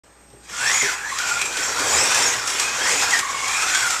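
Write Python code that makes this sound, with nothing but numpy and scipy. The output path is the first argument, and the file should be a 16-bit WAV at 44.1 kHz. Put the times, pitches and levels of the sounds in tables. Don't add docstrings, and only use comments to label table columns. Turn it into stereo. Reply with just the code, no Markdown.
import sys
import numpy as np
from scipy import signal
from scipy.fft import rfft, irfft
from scipy.io import wavfile
from scipy.ndimage import uniform_filter1d

SR = 44100
rng = np.random.default_rng(int(sys.argv[2]) if len(sys.argv) > 2 else 0)


def to_wav(sig):
    pcm = np.clip(np.atleast_2d(sig), -1, 1) * 32767
    pcm = np.round(pcm).astype(np.int16)
    wavfile.write(sys.argv[1], SR, pcm.T)


def nominal_scale(level):
    x = np.asarray(level, float) / 20
    return 10 ** x


N = 4 * SR

# (frequency [Hz], width [Hz], level [dB])
PANELS = [(1037, 92, 2), (1450, 160, 0.5), (2454, 39, 4.5), (3283, 730, 4.5), (5600, 133, 5.5),
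          (7670, 1500, 2)]
# (frequency [Hz], likeness [0-1])
LIKENESS = [(60, 1), (250, .98), (500, 0.97), (1000, 0.87), (2000, 0.76), (4000, 0.19), (8000, 0.18),
            (15000, 0.98)]


def evened(x):
    return x / np.sqrt(np.mean(x ** 2) + 1e-20)


def read(points, hz):
    f, value = np.transpose(points)
    return np.interp(np.log(hz + 1), np.log(f + 1), value)


def peaks_db(peaks, hz):
    return sum(db / (1 + (2 * (hz - f) / width) ** 2) for f, width, db in peaks)


def coloured(x, shape_db):
    hz = np.fft.rfftfreq(x.shape[-1], 1 / SR)
    return irfft(rfft(x) * nominal_scale(shape_db(hz)), x.shape[-1])


def pair(a, b, same):
    same = np.clip(same, -1, 1)
    return np.array([a, same * a + np.sqrt(1 - same ** 2) * b])


def patchy(shape_db, patchy_db, flicker_db, streak_db=0):
    frames, hz = N // 128 + 5, np.fft.rfftfreq(512, 1 / SR)
    a, b, c, d, patch, streak = rng.standard_normal((frames, 257, 6)).T
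    streak = evened(uniform_filter1d(uniform_filter1d(streak, size=2, axis=0), size=30, axis=1))
    patch = evened(uniform_filter1d(uniform_filter1d(patch, size=7, axis=0), size=18, axis=1))
    flicker = evened(uniform_filter1d(rng.standard_normal(frames), size=8))
    gain_db = patchy_db * patch + streak_db * streak + flicker_db * flicker
    z = pair(a + 1j * b, c + 1j * d, read(LIKENESS, hz)[:, None]) * nominal_scale(gain_db)
    noise = signal.istft(z, nperseg=512, noverlap=384)[1][:, :N]
    return evened(coloured(noise, shape_db))


def room(x):
    # (frequency [Hz], 60 dB decay time [s])
    decay_times = [(100, 0.18), (1000, 0.44), (8000, 0.24)]
    direct_db, echo_db, size = -1.5, -5, SR // 2
    taps = rng.choice([-1., 1.], (2, size)) * (rng.random((2, size)) < .06)
    taps = taps * (np.arange(size) > 300)
    hz, t, z = signal.stft(taps, SR, nperseg=256)
    decay = nominal_scale(-60 * t / read(decay_times, hz)[:, None])
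    tail = signal.istft(pair(*z, read(LIKENESS, hz)[:, None]) * decay, SR, nperseg=256)[1]
    echoes = signal.fftconvolve(x, tail / np.linalg.norm(tail[0]), axes=1)[:, :N]
    return nominal_scale(direct_db) * x + nominal_scale(echo_db) * echoes


def room_air():
    # (frequency [Hz], level [dB])
    air_colour = [(30, -2), (120, 11.5), (300, 8), (900, -2), (1500, -11), (8000, -12), (10000, -14.5),
                  (15500, -20)]
    return nominal_scale(-54) * patchy(lambda hz: read(air_colour, hz), patchy_db=1, flicker_db=.5)


def steady_tones():
    # (frequency [Hz], level [dB])
    lines = [
        (59, -55),
        (823.6, -61),
        (8222, -69),
        (8262, -54.5),
        (8305, -69),
    ]
    t = np.arange(N) / SR
    return sum(nominal_scale(db + 1.5) * np.sin(2 * np.pi * (hz * t + rng.random())) for hz, db in lines)


def knocks():
    # (time [s], peak level [dB], thump level [dB])
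    trigger = [
        (.3, -41, -42),
        (.328, -41, -33),
    ]
    # (time [s], peak level [dB], table thump level [dB])
    joints = [(0.4959, -22, -49), (0.819, -8, -16.5), (1.1848, -9, -34), (1.3892, -17, -51),
              (1.4135, -5, -27), (1.4536, -11.5, -31), (1.5682, -8, -20.5), (1.794, -10, -18),
              (1.983, -15, -37), (2.0495, -10, -42), (2.1437, -2.5, -46), (2.2222, -9, -45),
              (2.4736, -5.5, -45), (2.4997, -7.5, -26.5), (2.5956, -3, -32), (3.1059, -6, -40),
              (3.1894, -4, -37), (3.4567, -15, -45), (3.479, -10, -40), (3.62, -7, -32), (3.7461, -5, -32),
              (3.9035, -6.5, -52)]
    # (frequency [Hz], level [dB])
    tick_colour = [(300, -23), (1500, 5), (3500, -1), (7000, 4.5), (10000, -5.5), (15000, -24)]
    tick_t60_s, tick_trim_db = 0.042, -5
    thump_hz, thump_t60_s, thump_trim_db = 373, 0.15, -7.5
    size = 4096
    t, out = np.arange(size) / SR, np.zeros((2, N + size))
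    for s, tick_db, thump_db in joints + trigger:
        a, b, c = rng.standard_normal((3, size))
        tick = evened(coloured(pair(a, b, 0.69), lambda hz: read(tick_colour, hz) + peaks_db(PANELS, hz)))
        tick *= np.minimum(t / 0.0029, 1) * nominal_scale(tick_db + tick_trim_db - 60 * t / tick_t60_s)
        thump = evened(coloured(c, lambda hz: -14 * np.log2((hz + 1) / thump_hz) ** 2))
        thump *= np.minimum(t / 0.012, 1) * nominal_scale(thump_db + thump_trim_db - 60 * t / thump_t60_s)
        out[:, round(s * SR):][:, :size] += tick + thump
    return room(out[:, :N])


def flexes():
    # (time [s], length [s], frequency [Hz], level [dB])
    swells = [
        (0.323, 0.048, 125, -48),
        (0.577, 0.15, 125, -43),
        (0.815, 0.054, 128.4, -40),
        (1.25, .2, 109.7, -50),
        (1.919, 0.098, 75, -36),
        (2.329, .1, 120, -41),
        (2.94, 0.071, 281, -36.5),
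        (3.03, .07, 100, -46),
        (3.81, .06, 120, -43),
    ]
    t, out = np.arange(N) / SR, 0
    for s, length, hz, db in swells:
        swell = np.sin(np.pi * np.clip((t - s) / length, 0, 1))
        out = out + nominal_scale(db - 1.5) * swell * np.sin(2 * np.pi * hz * t)
    return out


def chassis_db(hz):
    # (frequency [Hz], level [dB])
    shell = [(290, -26), (500, -41), (748, -6.5), (1450, -2.5), (2500, -3), (2970, -9.5), (7230, -2),
             (12700, -28.5), (15500, -41.5)]
    # (frequency [Hz], width [Hz], level [dB])
    sheen = (12600, 1800, 6)
    return read(shell, hz) + peaks_db(PANELS + [sheen], hz)


def whine(mesh_hz):
    harmonics = [0, -6, -6]
    # (frequency [Hz], level [dB])
    gearbox = [(800, -14), (1100, -3), (2000, 1), (2600, -6), (3000, -17), (4500, -14), (5200, 4),
               (7600, 5)]
    width_hz, crown_teeth, wobble = 110, 27, .4
    chatter_db, chatter_size = 2.5, 450
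    coasting_db, top_hz = -9, 8000
    turns, out = np.cumsum(mesh_hz) / SR, 0
    coasting = uniform_filter1d((np.gradient(mesh_hz) * SR < -2000) * 1., size=800)
    for k, db in enumerate(harmonics, 1):
        hz = k * mesh_hz
        r = np.exp(-np.pi * k * width_hz / SR)
        a, b, c, d = signal.lfilter([1], [1, -2 * r, r * r], rng.standard_normal((4, N)))
        fuzz = pair(0.78 + evened(a) + 1j * evened(b), evened(c) + 1j * evened(d), read(LIKENESS, hz))
        chatter = uniform_filter1d(rng.standard_normal(N), chatter_size)
        chatter = evened(uniform_filter1d(chatter, chatter_size))
        gain_db = db + read(gearbox, hz) + peaks_db(PANELS, hz) + chatter_db * chatter
        gain_db += (k > 1) * coasting_db * coasting - np.maximum(hz - top_hz, 0) / 100
        out = out + nominal_scale(gain_db) * (fuzz * np.exp(2j * np.pi * k * turns)).real
    return evened(out * (1 + wobble * np.cos(2 * np.pi * turns / crown_teeth)))


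def car():
    # (time [s], gear mesh [Hz], hiss level [dB], whine over hiss [dB], drumming over hiss [dB])
    launch = [(.4, 1177, -58.5, -12, 2), (.46, 1250, -46.5, -15, -14), (.52, 1392, -37, -5, -6.5),
              (.61, 1450, -25.5, 0, -15), (.72, 2050, -21, -6, -15.5), (.79, 2317, -23.5, -3.5, -19.5),
              (.9, 1407, -23, -1.5, -19), (.97, 850, -31.5, 2, -12), (1.04, 855, -36.5, 0, -11)]
    esses = [(1.1, 1040, -30.5, -6, -16), (1.15, 1132, -30, -6, -16), (1.2, 1460, -26.5, 2, -15),
             (1.36, 1400, -25.5, -5.5, -12), (1.42, 1354, -28, -17, -14.5), (1.48, 1405, -29.5, -18, -11),
             (1.521, 1546, -29, -5.5, -7.5), (1.63, 1469, -25.5, -1.5, -11.5),
             (1.75, 1317, -27.5, -6, -4.5)]
    straight = [(1.8, 1490, -23.5, -4, -3.5), (1.9, 2170, -21, -35, -8.5), (1.98, 2570, -19.5, -4, -6.5),
                (2.1, 2850, -20.5, -9.5, -9.5), (2.2, 3155, -20.5, -0.5, -4.5),
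                (2.27, 2262, -21.5, -7.5, -10), (2.35, 1895, -24, -11, -9.5), (2.42, 1322, -30, -4, -5.5)]
    ramp = [(2.47, 1450, -27, -17, -14.5), (2.62, 1267, -24, -15, -10.5), (2.7, 1265, -27, -16, -8.5),
            (2.781, 1450, -25.5, -2, -8.5), (2.91, 2130, -20.5, -6, -8), (3.04, 2550, -21.5, -10, -13.5),
            (3.09, 2448, -24, -22, -10), (3.13, 1986, -22.5, 4.5, -14), (3.19, 1399, -23, -7.5, -13),
            (3.22, 1121, -33, 2, -8)]
    hairpin = [(3.301, 1082, -29.5, 2, -11.5), (3.47, 1113, -27.5, 1.5, -10), (3.52, 1234, -24, -17, -17),
               (3.641, 1303, -23, -4, -14.5), (3.7, 1491, -23, -0.5, -13.5),
               (3.8, 1550, -21.5, -5.5, -17.5), (3.87, 1399, -23, -4, -16.5), (4, 1290, -25.5, -4.5, -13)]
    # (frequency [Hz], level [dB])
    table_colour = [(40, -71), (70, -5.5), (150, -8), (300, -6.5), (480, 2.5), (1000, -0.5), (2500, -5.5),
                    (5000, -29)]
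    # (frequency [Hz], width [Hz], level [dB])
    boards = [(120, 8.8, 4.5), (274.5, 33, 5.5), (383, 50, 3.5), (483, 8.3, 3.5)]
    s, *controls = np.transpose(launch + esses + straight + ramp + hairpin)
    t = np.arange(N) / SR
    mesh_hz, hiss_db, whine_db, drum_db = (np.interp(t, s, c) for c in controls)
    hiss = nominal_scale(2.5) * patchy(chassis_db, patchy_db=1., flicker_db=.8, streak_db=2.5)
    drum = patchy(lambda hz: read(table_colour, hz) + peaks_db(boards, hz), patchy_db=1.2, flicker_db=1.2)
    gears = room(nominal_scale(hiss_db + whine_db) * whine(mesh_hz))
    return nominal_scale(hiss_db) * (hiss + nominal_scale(drum_db) * drum) + gears


def squeals():
    # (time [s], length [s], start frequency [Hz], end frequency [Hz], level [dB])
    songs = [(0.617, 0.12, 1695, 1700, -30), (0.718, .1, 6670, 7090, -20.5),
             (0.812, 0.046, 6300, 5500, -26), (0.958, 0.14, 1515, 1725, -34.5),
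             (1.044, 0.012, 1680, 1690, -23), (1.08, 0.046, 1957, 1954, -29.5),
             (1.11, 0.027, 1084, 1084, -32), (1.22, .28, 2440, 2440, -33), (1.266, .07, 7250, 7600, -29),
             (1.403, 0.031, 2392, 2440, -21.5), (1.441, 0.035, 7500, 7500, -27.5),
             (1.507, 0.078, 1577, 1521, -40), (1.58, 0.13, 7126, 7600, -30), (1.888, .08, 6800, 7100, -22),
             (1.95, 0.06, 4880, 5300, -25), (1.982, .06, 7360, 7950, -22), (2.02, .07, 5450, 5600, -31),
             (2.137, 0.031, 2732, 2500, -23.5), (2.218, 0.0545, 5340, 5600, -23),
             (2.25, .06, 7100, 6030, -18.5), (2.601, .16, 2500, 2500, -32),
             (2.789, 0.066, 3003, 3436, -29.5), (2.9, .16, 6300, 7710, -29),
             (3.121, 0.066, 2050, 1400, -28), (2.951, 0.059, 2400, 2644, -31), (3.45, 0.24, 841, 838, -38),
             (2.991, .08, 4950, 5380, -28), (3.061, .03, 1400, 1350, -25), (3.441, .24, 2237, 2626, -28),
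             (3.81, 0.042, 1500, 1398, -24.5), (2.664, 0.032, 1605, 1607, -32),
             (3.731, 0.046, 2242, 2250, -28), (3.733, 0.059, 3280, 3280, -27)]
    out = np.zeros((2, N))
    for s, length, from_hz, to_hz, db in songs:
        u = np.arange(0, 1, 1 / (length * SR))
        a, b, c, d = uniform_filter1d(rng.standard_normal((15000, 4)), size=300, axis=0).T
        fuzz = pair(0.62 + evened(a) + 1j * evened(b), evened(c) + 1j * evened(d), read(LIKENESS, from_hz))
        turns = np.cumsum(from_hz + (to_hz - from_hz) * u) / SR
        tone = (fuzz[:, :len(u)] * np.exp(2j * np.pi * turns)).real
        out[:, round(s * SR):][:, :len(u)] += nominal_scale(db) * np.sin(np.pi * u) ** .5 * tone
    return room(out)


def scene():
    # (time [s], left minus right [dB])
    place = [(0, 2.5), (.7, 0.5), (1.3, 1.5), (1.8, 1), (2.3, -0.2), (2.8, -0.9), (3.3, 0), (4, 0.6)]
    t = np.arange(N) / SR
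    background = (room_air() + steady_tones()) * nominal_scale(-8 * np.clip(1 - t / 0.32, 0, 1))
    side = nominal_scale(np.outer([.5, -.5], np.interp(t, *np.transpose(place))))
    return background + flexes() + side * (knocks() + car() + squeals())


def low_pass(x):
    return signal.sosfilt(signal.butter(12, 15630, fs=SR, output="sos"), x)


def record(dry):
    # (frequency [Hz], left minus right [dB])
    lean = [(60, -1), (380, -.5), (1290, -1.5), (2380, -4), (4400, -0.9), (8500, -4.5), (10500, -9),
            (13000, 11.5)]
    # (frequency [Hz], phase the left port leads by [rad])
    lead = [(500, 0), (2300, -0.47), (4500, -0.05), (8500, 0.74), (9500, 1.5), (12000, 5.5)]
    start_s = 0.035
    halves = [.5, -.5]
    leaning = coloured(dry, lambda hz: np.outer(halves, read(lean, hz)) - np.maximum(hz - 14500, 0) / 35)
    phase = np.outer(halves, read(lead, np.fft.rfftfreq(N, 1 / SR)))
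    leaning = irfft(rfft(leaning) * np.exp(1j * phase), N)
    gate = np.clip((np.arange(N) / SR - start_s) * 500, 0, 1)
    return low_pass(leaning * gate)


dry = scene()
out = record(dry)
to_wav(out)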